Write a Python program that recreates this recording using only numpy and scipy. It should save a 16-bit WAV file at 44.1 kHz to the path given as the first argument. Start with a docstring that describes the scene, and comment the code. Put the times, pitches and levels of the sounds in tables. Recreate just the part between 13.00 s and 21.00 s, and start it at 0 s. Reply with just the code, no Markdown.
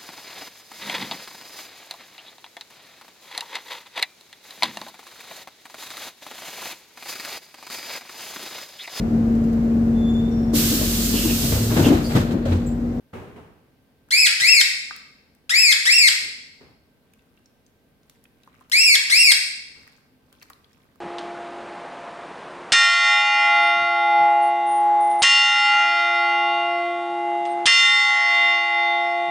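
"""A cockatiel in a plastic dish of water gives three pairs of loud, arched whistles in a bare, ringing room.
Its syrinx scoops up, arches and droops, rasping at the low ends; throat and beak colour the overtones.
Drops, small taps and tiny bubbles sound from the dish as the bird and a hand move in the water.
Something thumps elsewhere in the house, and two soft low puffs sit under the first two whistles.
Room air and a faint appliance hum lie beneath it all."""
import sys
import numpy as np
from scipy import signal
from scipy.fft import rfft, irfft
from scipy.io import wavfile
from scipy.ndimage import uniform_filter1d

SR = 44100
rng = np.random.default_rng(int(sys.argv[2]) if len(sys.argv) > 2 else 0)


def unload_wav(signal):
    """Save mono or channel-first audio to the path in sys.argv[1] as 16-bit WAV at rate SR, clipped to [-1, 1]."""
    wavfile.write(
        sys.argv[1],
        SR,
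        np.round(np.clip(np.atleast_2d(signal).T, -1, 1) * 32767).astype(np.int16),
    )


N = 352932
CEILING_HZ = 16150


def amp(db):
    """Decibels to gain."""
    return 10 ** (np.asarray(db) / 20)


def unit_rms(x):
    """Scales to an rms of one."""
    return x / np.sqrt(np.mean(x ** 2) + 1e-20)


def curve(points, hz):
    """Reads a table of (frequency [Hz], value) on a log-frequency axis."""
    f, value = np.transpose(points)
    return np.interp(np.log(hz + 1), np.log(f + 1), value)


def add(mix, start_s, sound):
    """Lays a sound into the mix at its start time."""
    part = mix[:, round(start_s * SR):][:, :sound.shape[1]]
    part += sound[:, :part.shape[1]]


def wander(size, rate_hz):
    """Smooth random modulation of rms one, rolled off above the given rate."""
    hz = np.fft.rfftfreq(size, 1 / SR)
    return unit_rms(irfft(rfft(rng.standard_normal(size)) / (1 + (hz / rate_hz) ** 4), size))


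def diffuse(colour, size):
    """Coloured stereo noise, narrow in the low mids and wide in the treble."""
    # likeness of left and right in a diffuse field: (frequency [Hz], correlation)
    coherence = [(60, 0.41), (250, 0.92), (600, .55), (1200, .1), (16000, .05)]
    hz = np.fft.rfftfreq(size, 1 / SR)
    left, other = rfft(rng.standard_normal((2, size)))
    alike = curve(coherence, hz)
    right = alike * left + np.sqrt(1 - alike ** 2) * other
    return unit_rms(irfft(np.array([left, right]) * amp(curve(colour, hz)), size))


def room(x, predelay_s=0.0044, early_db=-4, early_s=0.0083):
    """Close echoes from dish and wall, then a dense tail whose treble dies first."""
    # ring of the bare room: (frequency [Hz], t60 [s])
    decay = [(100, 0.95), (500, .75), (2200, .8), (5000, 0.79), (8000, 0.63), (11000, 0.59), (16000, 0.19)]
    t = np.arange(SR) / SR
    hz, age, noise = signal.stft(rng.standard_normal((2, SR)), SR, nperseg=256)
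    fade = amp(-60 * age / curve(decay, hz)[:, None])
    tail = signal.istft(noise * fade, SR, nperseg=256)[1][:, :SR]
    tail = unit_rms(tail * np.clip(t / predelay_s - 1, 0, 1))
    echoes = rng.choice([-1., 1.], (2, SR)) * (rng.random((2, SR)) < 1500 / SR)
    early = unit_rms(echoes * np.exp(-t / early_s) * (t > .001))
    return signal.fftconvolve(x[None], (tail + amp(early_db) * early) / np.sqrt(SR), axes=1)[:, :N]


def room_tone(air_db=-62, waver_rad=0.45, hum_trim_db=-1):
    """A bed of quiet air under the wavering hum of an appliance."""
    # colour of the room air: (frequency [Hz], relative level [dB])
    air_colour = [(20, -25.5), (35, -19.5), (55, -11.5), (110, -12.5), (200, -15), (263, -11), (330, -18.5),
                  (450, -18), (680, -23), (1300, -30.5), (2000, -30), (4400, -36), (7100, -44),
                  (14000, -38.5), (16000, -43.5)]
    # tones of the appliance: (frequency [Hz], level before trim [dB])
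    hum_tones = [(150.7, -76), (209.9, -73.5), (253.0, -72.5), (457.6, -78), (1561, -80)]
    t = np.arange(N) / SR
    hum = sum(amp(db) * np.sqrt(2) * np.sin(2 * np.pi * hz * t + waver_rad * wander(N, 4.3))
              for hz, db in hum_tones)
    return amp(air_db) * diffuse(air_colour, N) + amp(hum_trim_db) * hum


def thumps_and_puffs(attack_s=0.0085):
    """Distant thumps and two soft low puffs, each a dull wash of noise that swells and dies."""
    # distant thumps, plus the puffs under the first two whistles: (time [s], level [dB], t60 [s])
    bursts = [(0.129, -33.5, 0.98), (.355, -41, 0.75), (1.224, -49, 0.39), (1.405, -43, 0.27),
              (3.211, -50.5, 0.68), (3.603, -46.5, 0.47), (3.675, -52.5, 0.37), (6.76, -56.5, 0.53)]
    # their dull colour: (frequency [Hz], relative level [dB])
    dull_colour = [(30, -32), (60, -9), (90, -0.5), (130, -5), (240, -6.5), (330, -8), (425, -4),
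                   (560, -13.5), (900, -14), (1500, -19.5), (2800, -26.5), (4500, -39), (9000, -44),
                   (16000, -48)]
    out, t = np.zeros((2, N)), np.arange(SR) / SR
    for start_s, db, t60 in bursts:
        envelope = np.minimum(t / attack_s, 1) * amp(db - 60 * t / t60)
        add(out, start_s, diffuse(dull_colour, SR) * envelope)
    return out


def stirred_water(bubbles_per_s=260, scatter_db=4, pitches=24, room_db=-9):
    """Many tiny bubbles burst while feathers and fingers stir the dish."""
    # swells of stirring: (centre time [s], half width [s], level [dB])
    swells = [(4.301, 0.31, -73.5), (5.12, 0.093, -70.5), (5.529, 0.15, -64.5), (6.841, 0.16, -59.5),
              (7.406, .14, -64), (7.808, 0.16, -68.5)]
    t, age = np.arange(N) / SR, np.arange(600) / SR
    stir = sum(amp(db) * np.exp(-((t - centre) / half) ** 2) for centre, half, db in swells)
    fizz = np.zeros((2, N))
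    for hz in np.geomspace(1000, 13000, pitches):
        bubble = np.sin(2 * np.pi * hz * age) * np.exp(-age * hz / 2)
        pops = np.zeros((2, N))
        for channel in pops:
            at = rng.integers(0, N, int(bubbles_per_s * N / SR / pitches))
            channel[at] = amp(scatter_db * np.minimum(rng.exponential(1, len(at)), 3))
        fizz += signal.oaconvolve(pops, bubble[None], axes=1)[:, :N]
    water = stir * unit_rms(fizz)
    return water + amp(room_db) * room(water[0])


def drops(pitch_rise=0.074, tick_s=0.0024, spread=0.47, room_db=-9):
    """Each drop is a tick and a short, slightly rising ring, broken up by the moving water."""
    # drops and taps at the dish: (time [s], level [dB], starting pitch [Hz], t60 [s], tick vs ring [dB])
    hits = [(1.087, -42.5, 1310, 0.02, -11), (1.909, -21.5, 1533, 0.023, -25.5),
            (1.963, -37, 8920, 0.008, 5.5), (2.35, -55.5, 11580, .008, 7), (4.136, -48, 2520, 0.014, 4),
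            (4.192, -54, 2660, .028, -13), (4.374, -51, 2745, .03, -17), (4.458, -46, 5400, .02, -12),
            (4.664, -50.5, 6100, 0.025, -9.5), (5.032, -53, 5000, .013, -4), (5.097, -47, 5910, .02, 10.5),
            (5.240, -45, 10840, 0.01, 1), (5.254, -42, 2450, 0.018, -20), (5.434, -48, 3890, 0.022, 0),
            (5.475, -39, 1047, 0.032, -13), (5.609, -40, 1018, 0.043, -9), (5.698, -49.5, 9900, .006, 16),
            (6.876, -39.5, 1873, 0.023, -4), (7.327, -53, 3250, 0.043, 14),
            (7.415, -36.5, 2624, 0.017, -14), (7.424, -32, 1870, .015, -3.5), (7.428, -38, 4370, 0.016, 2),
            (7.500, -41, 1860, 0.02, 8), (7.503, -32, 1074, 0.025, -14), (7.533, -35.5, 3930, 0.0085, -12),
            (7.644, -46, 3305, 0.024, -9.5), (7.731, -52, 5320, 0.023, -1), (7.958, -46.5, 1187, 0.021, -7)]
    out, t = np.zeros((2, N)), np.arange(SR // 10) / SR
    for start_s, db, hz, t60, tick_db in hits:
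        phase = 2 * np.pi * np.cumsum(hz * (1 + pitch_rise * np.minimum(t / t60, 1))) / SR
        splash = np.array([wander(len(t), spread * hz) * np.sin(phase)
                           + wander(len(t), spread * hz) * np.cos(phase) for _ in "LR"])
        envelope = (1 - np.exp(-t * hz)) * amp(-60 * t / t60)
        ring = .5 * (np.sin(phase) + splash) * envelope
        tick = .5 * amp(tick_db) * rng.standard_normal((2, len(t))) * np.exp(-t / tick_s)
        add(out, start_s, amp(db) * (ring + tick))
    return out + amp(room_db) * room(out[0])


def pan(left_db, hz):
    """Left and right gains that set the bird's fundamental to one side and its treble near the centre."""
    # spread of the bird's image: (frequency [Hz], share of the left-right level difference)
    sidedness = [(1500, 1), (2700, 1), (5000, .3), (8000, -.2), (14000, .15)]
    return amp(np.outer([.5, -.5], left_db * curve(sidedness, hz)))


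def near_field(x, left_db, right_lag_s=14 / SR, glance_db=-5, glance_s=0.0023):
    """The whistle reaches the left side first, blurred by glances off the water and the dish."""
    size = len(x) + SR // 25
    hz, t = np.fft.rfftfreq(size, 1 / SR), np.arange(size) / SR
    echoes = rng.standard_normal((2, size)) * (rng.random((2, size)) < 3000 / SR) * np.exp(-t / glance_s)
    glances = rfft(echoes / (np.linalg.norm(echoes, axis=1, keepdims=True) + 1e-9))
    straight = np.exp(-2j * np.pi * np.outer([0, right_lag_s], hz))
    return irfft(rfft(x, size) * pan(left_db, hz) * (straight + amp(glance_db) * glances), size)


def breath(t, length, top_s, open_hz, top_hz, close_hz, rise_s, fall_s, effort_db, overtone_db, dip_db,
           scoop_depth=.406, scoop_s=.0056, droop_depth=.316, droop_s=.0228, attack_s=.015):
    """One breath of song: a scoop, a bell-shaped arch and a droop, as pitch, effort and brightness."""
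    rising = t < top_s
    arch = np.exp(-((t - top_s) / np.where(rising, rise_s, fall_s)) ** 2)
    scoop = np.exp(-t / scoop_s)
    droop = np.clip(1 - (length - t) / droop_s, 0, 1) ** 1.5
    shoulder_hz = np.where(rising, open_hz, close_hz)
    arch_hz = shoulder_hz + (top_hz - shoulder_hz) * arch
    hz = arch_hz * (1 - scoop_depth * scoop) * (1 - droop_depth * droop)
    soft_onset = np.exp(-(t / attack_s) ** 2)
    level_db = effort_db - 11 * soft_onset - .5 * arch - 3.5 * droop
    pure = np.exp(-((t - .038) / .012) ** 2)  # most whistles turn purer just after the scoop
    # overtones grow at the top, where the pitch is slack, and further in the droop
    bright_db = overtone_db + dip_db * pure + arch + 5.5 * np.sqrt(scoop + droop) + 2.5 * droop
    return hz, level_db, bright_db


def whistle(length, shape, beak_hz, jitter=.005, slack_jitter=.028, steady_hz=2080,
            beak_db=11, beak_width_hz=400, rasp_db=-24, slack_rasp_db=-11,
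            tilt_db_per_octave=-2, subharmonic_db=-14, close_s=0.0047):
    """The gliding syrinx rasps at the low ends; overtones flare as they cross the beak resonance."""
    # response of the throat: (frequency [Hz], gain [dB])
    throat = [(600, -26.5), (1200, -9.5), (1700, -5), (2100, 0), (2700, -2.5), (3400, -6), (4300, -2.5),
              (5300, -0.5), (6100, -13), (7800, -12), (9300, -12.5), (11000, -16), (13000, -16.5),
              (15500, -34)]
    t = np.arange(0, length, 1 / SR)
    hz, effort_db, bright_db = breath(t, length, *shape)
    slack = np.clip((steady_hz - hz) / 400, 0, 1)  # slack membranes beat unevenly
    hz = hz * (1 + (jitter + slack_jitter * slack) * wander(len(t), 440))
    phase = 2 * np.pi * np.cumsum(hz) / SR
    k = np.arange(1, 9)[:, None]  # harmonic numbers
    source_db = effort_db + tilt_db_per_octave * np.log2(k) + bright_db * (k > 1)
    colour_db = curve(throat, k * hz) + beak_db / (1 + ((k * hz - beak_hz) / beak_width_hz) ** 2)
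    partials = amp(source_db + colour_db) * (k * hz < CEILING_HZ)
    turbulence = np.array([wander(len(t), 700) for _ in k])
    flutter = (amp(rasp_db) + amp(slack_rasp_db) * slack) * np.sqrt(k) * turbulence
    # the overtones die first as the pressure runs out
    closing = np.clip((t[-1] - t) / close_s, 0, 1) ** (k / 4)
    voice = (partials * closing * (1 + flutter) * np.sin(k * phase)).sum(0)
    # strong and weak beats alternate, adding the octave below
    voice += amp(effort_db + subharmonic_db + curve(throat, hz / 2)) * slack * np.sin(phase / 2)
    return voice * signal.windows.tukey(len(t), .025)


def cockatiel(direct_db=-2.5, room_db=-5.0, hiss_db=-40, room_left_db=2.0):
    """Each whistle, with a trace of air noise, arrives from left of centre and fills the room."""
    # the bird's whistles: (start [s], length [s], time to the top [s], opening shoulder [Hz], top [Hz],
    # closing shoulder [Hz], rise width [s], fall width [s], effort [dB], overtone trim [dB],
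    # overtone change after the scoop [dB], beak resonance [Hz], pan left [dB], room send [dB])
    song = [(1.106, 0.17, 0.1, 1696, 2592, 1795, .1, 0.051, -12, 0, 1.5, 8030, 6, 1),
            (1.399, 0.22, 0.11, 1930, 2720, 2087, 0.057, 0.054, -11.5, -0.5, -8.5, 7580, 7, 0.5),
            (2.493, 0.24, 0.12, 1389, 2641, 2070, 0.1, 0.059, -13, 1, -19, 7400, 8, 0.5),
            (2.852, 0.24, 0.096, 1747, 2735, 1971, 0.054, 0.085, -12, 1, -10, 7660, 6.5, -0.5),
            (5.715, .247, .12, 1703, 2733, 2166, .107, .053, -12, 0.5, -5, 7640, 5.5, 0),
            (6.096, 0.23, 0.11, 1684, 2756, 2115, 0.083, 0.06, -12.5, 1.5, -2, 8240, 6, 1)]
    direct, send = np.zeros((2, N)), np.zeros((1, N))
    for start_s, length, *shape, beak_hz, left_db, send_db in song:
        voice = whistle(length, shape, beak_hz)
        envelope = np.sqrt(abs(uniform_filter1d(voice ** 2, size=200)))
        voice += amp(hiss_db) * envelope * wander(len(voice), 2700)
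        add(direct, start_s, near_field(voice, left_db))
        add(send, start_s, amp(send_db) * voice[None])
    reverb = irfft(rfft(room(send[0])) * pan(room_left_db, np.fft.rfftfreq(N, 1 / SR)), N)
    return amp(direct_db) * direct + amp(room_db) * reverb


def scene():
    """The bird up front, over water, thumps, puffs and room tone."""
    return cockatiel() + drops() + stirred_water() + thumps_and_puffs() + room_tone()


def record(dry):
    """A steep low-pass takes the very top off the mix."""
    lowpass = signal.firwin(511, CEILING_HZ, window=("kaiser", 9), fs=SR)
    return signal.oaconvolve(dry, lowpass[None], "same")


dry = scene()
out = record(dry)
unload_wav(out)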